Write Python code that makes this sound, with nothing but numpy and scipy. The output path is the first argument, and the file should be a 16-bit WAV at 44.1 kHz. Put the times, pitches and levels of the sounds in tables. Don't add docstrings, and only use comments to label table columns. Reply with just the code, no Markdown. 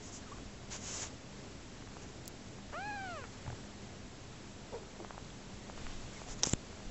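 import sys
import numpy as np
from scipy import signal
from scipy.fft import rfft, irfft, next_fast_len
from scipy.io import wavfile
from scipy.ndimage import uniform_filter1d, map_coordinates

SR = 44100
rng = np.random.default_rng(int(sys.argv[2]) if len(sys.argv) > 2 else 0)


def inscribe(sig):
    pcm = np.round(np.clip(np.atleast_2d(sig).T, -1, 1) * 32767)
    wavfile.write(sys.argv[1], SR, pcm.astype(np.int16))


def nominal_scale(level):
    x = np.asarray(level, float) / 20
    return 10 ** x


N = 304579
SHORT_T = np.arange(SR // 4) / SR


def unit(x):
    return x / np.sqrt(np.mean(x ** 2) + 1e-20)


def along(points, hz):
    f, v = np.transpose(points)
    return np.interp(np.log(hz + 1), np.log(f + 1), v)


def curves(rows):
    s, *cols = np.transpose(rows)
    t = np.arange(N) / SR
    gate = np.clip(np.minimum(t - s[0], s[-1] - t) / .006, 0, 1)
    return [gate] + [np.interp(t, s, c) for c in cols]


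def wobble(rate):
    knots = rng.standard_normal(int(N * rate / SR) + 4)
    return map_coordinates(knots, [np.arange(N) * rate / SR])


def filtered(x, response):
    m = next_fast_len(N + 8192)
    return irfft(rfft(x, m) * response(np.fft.rfftfreq(m, 1 / SR)), m)[..., :N]


def noise(spectrum):
    closed = [(spectrum[0][0] / 2, -90)] + list(spectrum)
    return unit(filtered(rng.standard_normal(N), lambda hz: nominal_scale(along(closed, hz))))


def add(track, s, sound):
    part = track[round(s * SR):][:len(sound)]
    part += sound[:len(part)]


def hump(start, length, db, swell_db, edge):
    t = np.arange(N) / SR - start
    ends = np.clip(np.minimum(t, length - t) / edge, 0, 1)
    return ends * nominal_scale(db + swell_db * np.clip(t / length - .5, -.5, .5))


def ring(s, db, hz, t60):
    drift = np.cumsum(rng.normal(0, .1, len(SHORT_T)))
    level = nominal_scale(db + 3.0 - 60 * SHORT_T / t60) * (1 - np.exp(-SHORT_T / 0.00014))
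    return level * np.sin(2 * np.pi * hz * SHORT_T + drift)


def thud(db, hz, t60):
    return -nominal_scale(db + 2.5 - 60 * SHORT_T / t60) * np.sin(2 * np.pi * hz * SHORT_T)


def glide(length, start_hz, end_hz, db, octave_db):
    u = np.linspace(0, 1, round(length * SR))
    phase = 2 * np.pi * np.cumsum(start_hz + (end_hz - start_hz) * u) / SR
    phase = phase + np.cumsum(rng.normal(0, .035, len(u)))
    swell = np.abs(np.sin(np.pi * u ** .7)) ** .6
    octave = nominal_scale(octave_db) * swell ** 4 * (1 - u) * np.sin(2 * phase)
    return nominal_scale(db + 2) * swell * (np.sin(phase) + octave)


def rub(rows, edge):
    flutter = nominal_scale(0.4 * wobble(51) + 0.34 * wobble(500))
    swish, body = unit(flutter * noise(SWISH)), unit(flutter * noise(BODY))
    return sum(hump(*row, edge) * (swish + nominal_scale(body_db) * body) for *row, body_db in rows)


# start_s, level_db
AIR_DRIFT = [(0, 0.5), (.6, -.5), (.95, 0.3), (1.4, 0), (2.7, -0.26), (3.4, 1), (4.25, -0.9), (5.5, 0),
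             (6.91, 0.5)]
# pitch_hz, level_db (per Hz)
RUMBLE_COLOUR = [(8, -15.5), (20, -2), (45, 3.5), (80, -4.5), (130, -39.5)]
ROOM_COLOUR = [(60, -7.5), (100, 2.5), (135, 0), (165, -4.5), (200, -2.5), (225, -3.5), (255, -1.5),
               (330, -6.5), (400, -6), (550, -13.5), (900, -25)]
HUM_COLOUR = [(185, -30), (197, 0), (203, 0), (216, -30), (400, -90)]
HISS_COLOUR = [(300, -7), (600, 7.5), (1250, 1.5), (2500, -1.5), (4500, -4.5), (6000, -4.5), (7700, -5)]


def background():
    rumble_db, room_db, hum_db, hiss_db = -58, -51, -61.5, -54
    drift_db = curves(AIR_DRIFT)[1]
    rumble = nominal_scale(rumble_db + 0.65 * wobble(4) + 1.1 * wobble(1.8)) * noise(RUMBLE_COLOUR)
    room = nominal_scale(room_db + drift_db + 0.69 * wobble(9)) * noise(ROOM_COLOUR)
    hum = nominal_scale(hum_db) * noise(HUM_COLOUR)
    hiss = nominal_scale(hiss_db + drift_db + 0.33 * wobble(8.3)) * noise(HISS_COLOUR)
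    return rumble + room + hum + hiss


# start_s, peak_db
DIGITAL_TICK = [(2.279, -20)]


def digital_tick():
    out = np.zeros(N)
    for s, db in DIGITAL_TICK:
        add(out, s - .007, nominal_scale(db - 38) * np.hanning(750) ** .5 * rng.standard_normal(750))
        out[round(s * SR)] += nominal_scale(db)

    def colour(hz):
        low_pass = 1 / (1 + (hz / 16200) ** 60)
        return low_pass / (1 + (3800 / (hz + 1)) ** 6) * (1 + 1.3 * (hz < 8000))

    return filtered(out, colour)


# start_s, length_s, start_pitch_hz, end_pitch_hz, level_db
CREAKS = [(0.231, .03, 827, 633, -57), (0.256, 0.048, 1430, 1104, -58), (0.315, 0.022, 1067, 1180, -47),
          (.218, 0.034, 1800, 1480, -62), (0.348, 0.038, 986, 1100, -60), (4.816, 0.026, 405, 376, -50),
          (6.16, .03, 2180, 2100, -56), (6.253, 0.05, 750, 710, -56)]


def creaks():
    out = np.zeros(N)
    for s, *tone in CREAKS:
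        add(out, s, glide(*tone, octave_db=-15))
    return out


# start_s, peak_db, pitch_hz, t60_s (time to fall 60 dB)
PAW_BUMPS = [(0.767, -39, 144, 0.04), (2.708, -39, 83, 0.036), (5.76, -45, 22, 0.32),
             (5.841, -39.5, 20, 0.81), (5.95, -46.5, 20.2, 0.75), (6.299, -42.5, 29, 0.51),
             (6.546, -36, 23, 0.072), (6.862, -38.5, 30, 0.21)]


def paw_bumps():
    out = np.zeros(N)
    for s, *swing in PAW_BUMPS:
        add(out, s, thud(*swing))
    return out


# start_s, peak_db, thud_pitch_hz, brightness_db
HOPS = [(3.464, -39, 115, -3), (3.478, -34, 109, -12), (3.502, -37, 105, -2), (3.528, -38.5, 95, -20)]
# pitch_hz, level_db, t60_s
BED_FRAME = [(805, -4.5, 0.019), (1620, 1.5, 0.0068)]


def paw_patter():
    out = np.zeros(N)
    for s, db, hz, bright_db in HOPS:
        add(out, s, thud(db, hz, t60=0.089))
        for k, (mode_hz, mode_db, t60) in enumerate(BED_FRAME):
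            add(out, s, ring(s, db + mode_db + k * bright_db, mode_hz, t60))
    return out


# start_s, peak_db, pitch_hz
THREAD_TICKS = [(0.384, -45, 850), (1.823, -46.5, 1200), (1.873, -43.5, 1200), (1.918, -46.5, 900),
                (1.967, -40.5, 880), (2.584, -48, 724), (3.239, -39, 1290), (4.806, -52, 920),
                (4.831, -49, 885), (5.001, -43, 730), (5.046, -37, 800), (5.106, -36.5, 923),
                (5.145, -48, 945), (5.178, -37.5, 806), (5.697, -38.5, 905), (5.776, -40.5, 770),
                (5.866, -36.5, 1470), (6.216, -39.5, 734), (6.285, -43, 697), (6.727, -50, 765),
                (6.772, -48, 1020), (6.802, -47, 700)]


def thread_ticks():
    out = np.zeros(N)
    for s, db, hz in THREAD_TICKS:
        u = hz * SHORT_T
        dip = np.exp(-((u - .45) / .14) ** 2)
        rebound = .75 * np.exp(-((u - .82) / .22) ** 2)
        settle = .12 * np.exp(-((u - 1.5) / .3) ** 2)
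        add(out, s + 0.00131, nominal_scale(db + 6) * (rebound - dip - settle))
    return out


# pitch_hz, level_db (per Hz)
SWISH = [(3500, -33), (4600, -7.5), (5500, 1), (6300, 3), (7000, 5), (7900, -2.5)]
BODY = [(300, -4), (700, 0), (1500, -2.5), (3000, -3), (4500, -5), (6000, -12.5)]
# start_s, length_s, swish_db, swell_db, body_over_swish_db
STROKES = [(0.002, 0.11, -51, 9, -25), (.103, 0.097, -46, 2, -17), (.698, 0.1, -42.5, -8, -5),
           (.785, 0.14, -44.5, 15, -7.5), (.9, 0.15, -39.5, -2, -8.5), (1.008, 0.097, -45.5, -17, -5),
           (2.008, .045, -50.5, -2, -7), (2.07, 0.047, -54, 0, -12), (5.745, 0.209, -60, 1, 5),
           (5.925, 0.23, -61, -3, 2.5), (6.122, 0.18, -57, -7, -0.5), (6.27, 0.088, -47, 0, -6),
           (6.368, 0.054, -50, -2, -1.5)]


def blanket_strokes():
    return rub(STROKES, edge=0.032)


# start_s, length_s, swish_db, swell_db, body_over_swish_db
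SCRAPE = [
    (6.424, 0.022, -41.5, 4.5, -3),
    (6.449, 0.013, -37, -4, -8),
    (6.46, 0.041, -37.5, -15, -11.5),
    (6.499, .038, -40, 9, -9.5),
]


def claw_scrape():
    jerks = unit(nominal_scale(3.5 * wobble(900)))
    return jerks * rub(SCRAPE, edge=0.0034)


# start_s, peak_db, pitch_hz
SNAGS = [(2.256, -43, 7350), (2.2562, -46, 4600), (2.2595, -42.5, 7400), (2.283, -41, 7400),
         (5.247, -45, 4000), (5.304, -44, 3300), (6.2135, -47, 6500), (6.4315, -39, 5000),
         (6.4566, -31, 5800), (6.4713, -27, 7220), (6.4955, -26, 7400), (6.495, -38, 3400),
         (6.5267, -35, 6540), (6.5341, -17.5, 7300)]
# start_s, peak_db, pitch_hz, t60_s
LET_GO = [(6.536, -14, 2960, 0.0013)]


def claw_snags():
    out = np.zeros(N)
    for s, db, hz in SNAGS:
        add(out, s, ring(s, db, hz, t60=0.006))
    for row in LET_GO:
        add(out, row[0], ring(*row))
    return out


# start_s, peak_db
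BLOWS = [
    (6.4342, -6.5),
    (6.4378, -13),
    (6.4397, -17),
]
# pitch_hz, level_db, t60_s
HOUSING = [(5740, 0, 0.0026), (5550, -11, .003), (3900, -9.5, 0.0044), (2070, -11, 0.0022),
           (860, -21.5, 0.0086)]


def housing_blows():
    out = np.zeros(N)
    for k, (s, db) in enumerate(BLOWS):
        thins_db = 2 * min(k, 1)
        for j, (hz, mode_db, t60) in enumerate(HOUSING):
            add(out, s, ring(s, db + mode_db - thins_db * j, hz, t60))
    return out


# start_s, peak_db, relaxation_s
KICKS = [(6.4411, -31.5, 0.00054), (6.4722, -24.5, 0.0007), (6.5357, -17.5, 0.0014)]


def diaphragm_kicks():
    out = np.zeros(N)
    for s, db, rest in KICKS:
        u = SHORT_T / rest - 3
        press = -np.exp(1.14 * np.minimum(u, 0))
        release = (2.6 * u - 1) * np.exp(-1.05 * u) * np.cos(0.45 * u)
        add(out, s - 3 * rest, nominal_scale(db) * np.where(u < 0, press, release))
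    return out


# start_s, length_s, start_pitch_hz, end_pitch_hz, level_db
GRUNTS = [(4.722, 0.024, 445, 422, -46.5), (4.734, .05, 522, 418, -42), (4.993, 0.042, 384, 325, -47.5)]
# pitch_hz, level_db (per Hz)
PUFF = [(250, -14), (450, 1), (900, -3), (1300, -14), (2200, -29)]


def grunts():
    out, puffs = np.zeros(N), 0
    for s, length, start_hz, end_hz, db in GRUNTS:
        add(out, s, glide(length, start_hz, end_hz, db, octave_db=-3.5))
        puffs = puffs + hump(s - .008, length + .026, db - 9.5, -2, edge=0.013)
    return out + puffs * noise(PUFF)


# start_s, length_s, level_db, swell_db
RASP = [
    (2.718, 0.033, -49, 5),
    (3.235, 0.028, -59, 0),
]
# pitch_hz, level_db (per Hz)
MOUTH = [(300, -4.5), (600, 0), (1300, 6), (2000, -8), (3000, -17), (5000, -22)]


def rasp(phase):
    loudness = sum(hump(*row, edge=0.011) for row in RASP)
    return loudness * (1 + np.sin(phase)) * noise(MOUTH)


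# start_s (centre), slip_hz, half_width_s
PITCH_SLIPS = [(2.845, -8, .008), (2.862, 8, .009), (2.92, -13, .013), (2.953, 22, .011),
               (2.983, -14, .009), (3.047, 12, .025), (3.192, -14, .008)]


def voice_phase(hz):
    hz = uniform_filter1d(hz, size=SR // 60)
    t = np.arange(N) / SR
    hz = hz + sum(slip * np.exp(-((t - s) / width) ** 2) for s, slip, width in PITCH_SLIPS)
    return 2 * np.pi * np.cumsum(hz * (1 + .004 * wobble(70) + .005 * wobble(300))) / SR


# start_s, pitch_hz, effort_db
MEW_ARCH = [(2.735, 545, -46.5), (2.775, 692, -45), (2.82, 795, -45.5), (2.875, 846, -43), (2.99, 792, -46),
            (3.12, 696, -48), (3.178, 597, -49.5), (3.215, 510, -55), (3.26, 432, -56)]
# pitch_hz, level_db
LIPS = [(860, 0), (920, -12), (1050, -2), (1450, -1), (1650, -3), (1800, -8), (2100, -14), (2450, -10.5)]
# pitch_hz, level_db
THROAT = [(1500, -4), (2750, 4), (3100, -1), (3320, -13), (3800, -8), (4150, 0), (4700, -1), (5300, -10)]


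def mew():
    gate, hz, effort_db = curves(MEW_ARCH)
    phase = voice_phase(hz)
    hz = uniform_filter1d(hz, size=SR // 60)
    t = np.arange(N) / SR
    hz = hz + sum(slip * np.exp(-((t - s) / width) ** 2) for s, slip, width in PITCH_SLIPS)
    loudest_db = -43
    upper_db = loudest_db - 18.5 + .5 * (effort_db - loudest_db)
    levels = [effort_db + along(LIPS, k * hz) for k in range(1, 4)]
    levels += [upper_db - 4 * max(k - 5, 0) + along(THROAT, k * hz) for k in range(4, 8)]
    voice = np.zeros(N)
    for k, db in enumerate(levels):
        flicker_db = (.8 + .3 * k) * wobble(60)
        voice += nominal_scale(db + flicker_db) * np.cos((k + 1) * phase - .7)
    return rasp(phase) - np.sqrt(2) * gate * voice


def scene():
    bed = creaks() + paw_bumps() + paw_patter()
    cloth = thread_ticks() + blanket_strokes()
    claw = claw_scrape() + claw_snags() + housing_blows() + diaphragm_kicks()
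    return (background() + bed + cloth + claw + grunts() + mew())[None]


def top_cut(x):
    return signal.sosfilt(signal.butter(12, 16800, fs=SR, output="sos"), x)


def record(dry):
    first_rate_hz = 16000
    narrow = filtered(dry, lambda hz: 1 / (1 + (hz / 7880) ** 110))
    mirror = np.cos(2 * np.pi * first_rate_hz * np.arange(N) / SR)
    image = nominal_scale(-51.5) * narrow * mirror + nominal_scale(-99) * rng.standard_normal(N)
    image = filtered(image, lambda hz: (hz > 11000) * (hz < 15700))
    mix = narrow + image + digital_tick() - .001
    return top_cut(mix)


dry = scene()
out = record(dry)
inscribe(out)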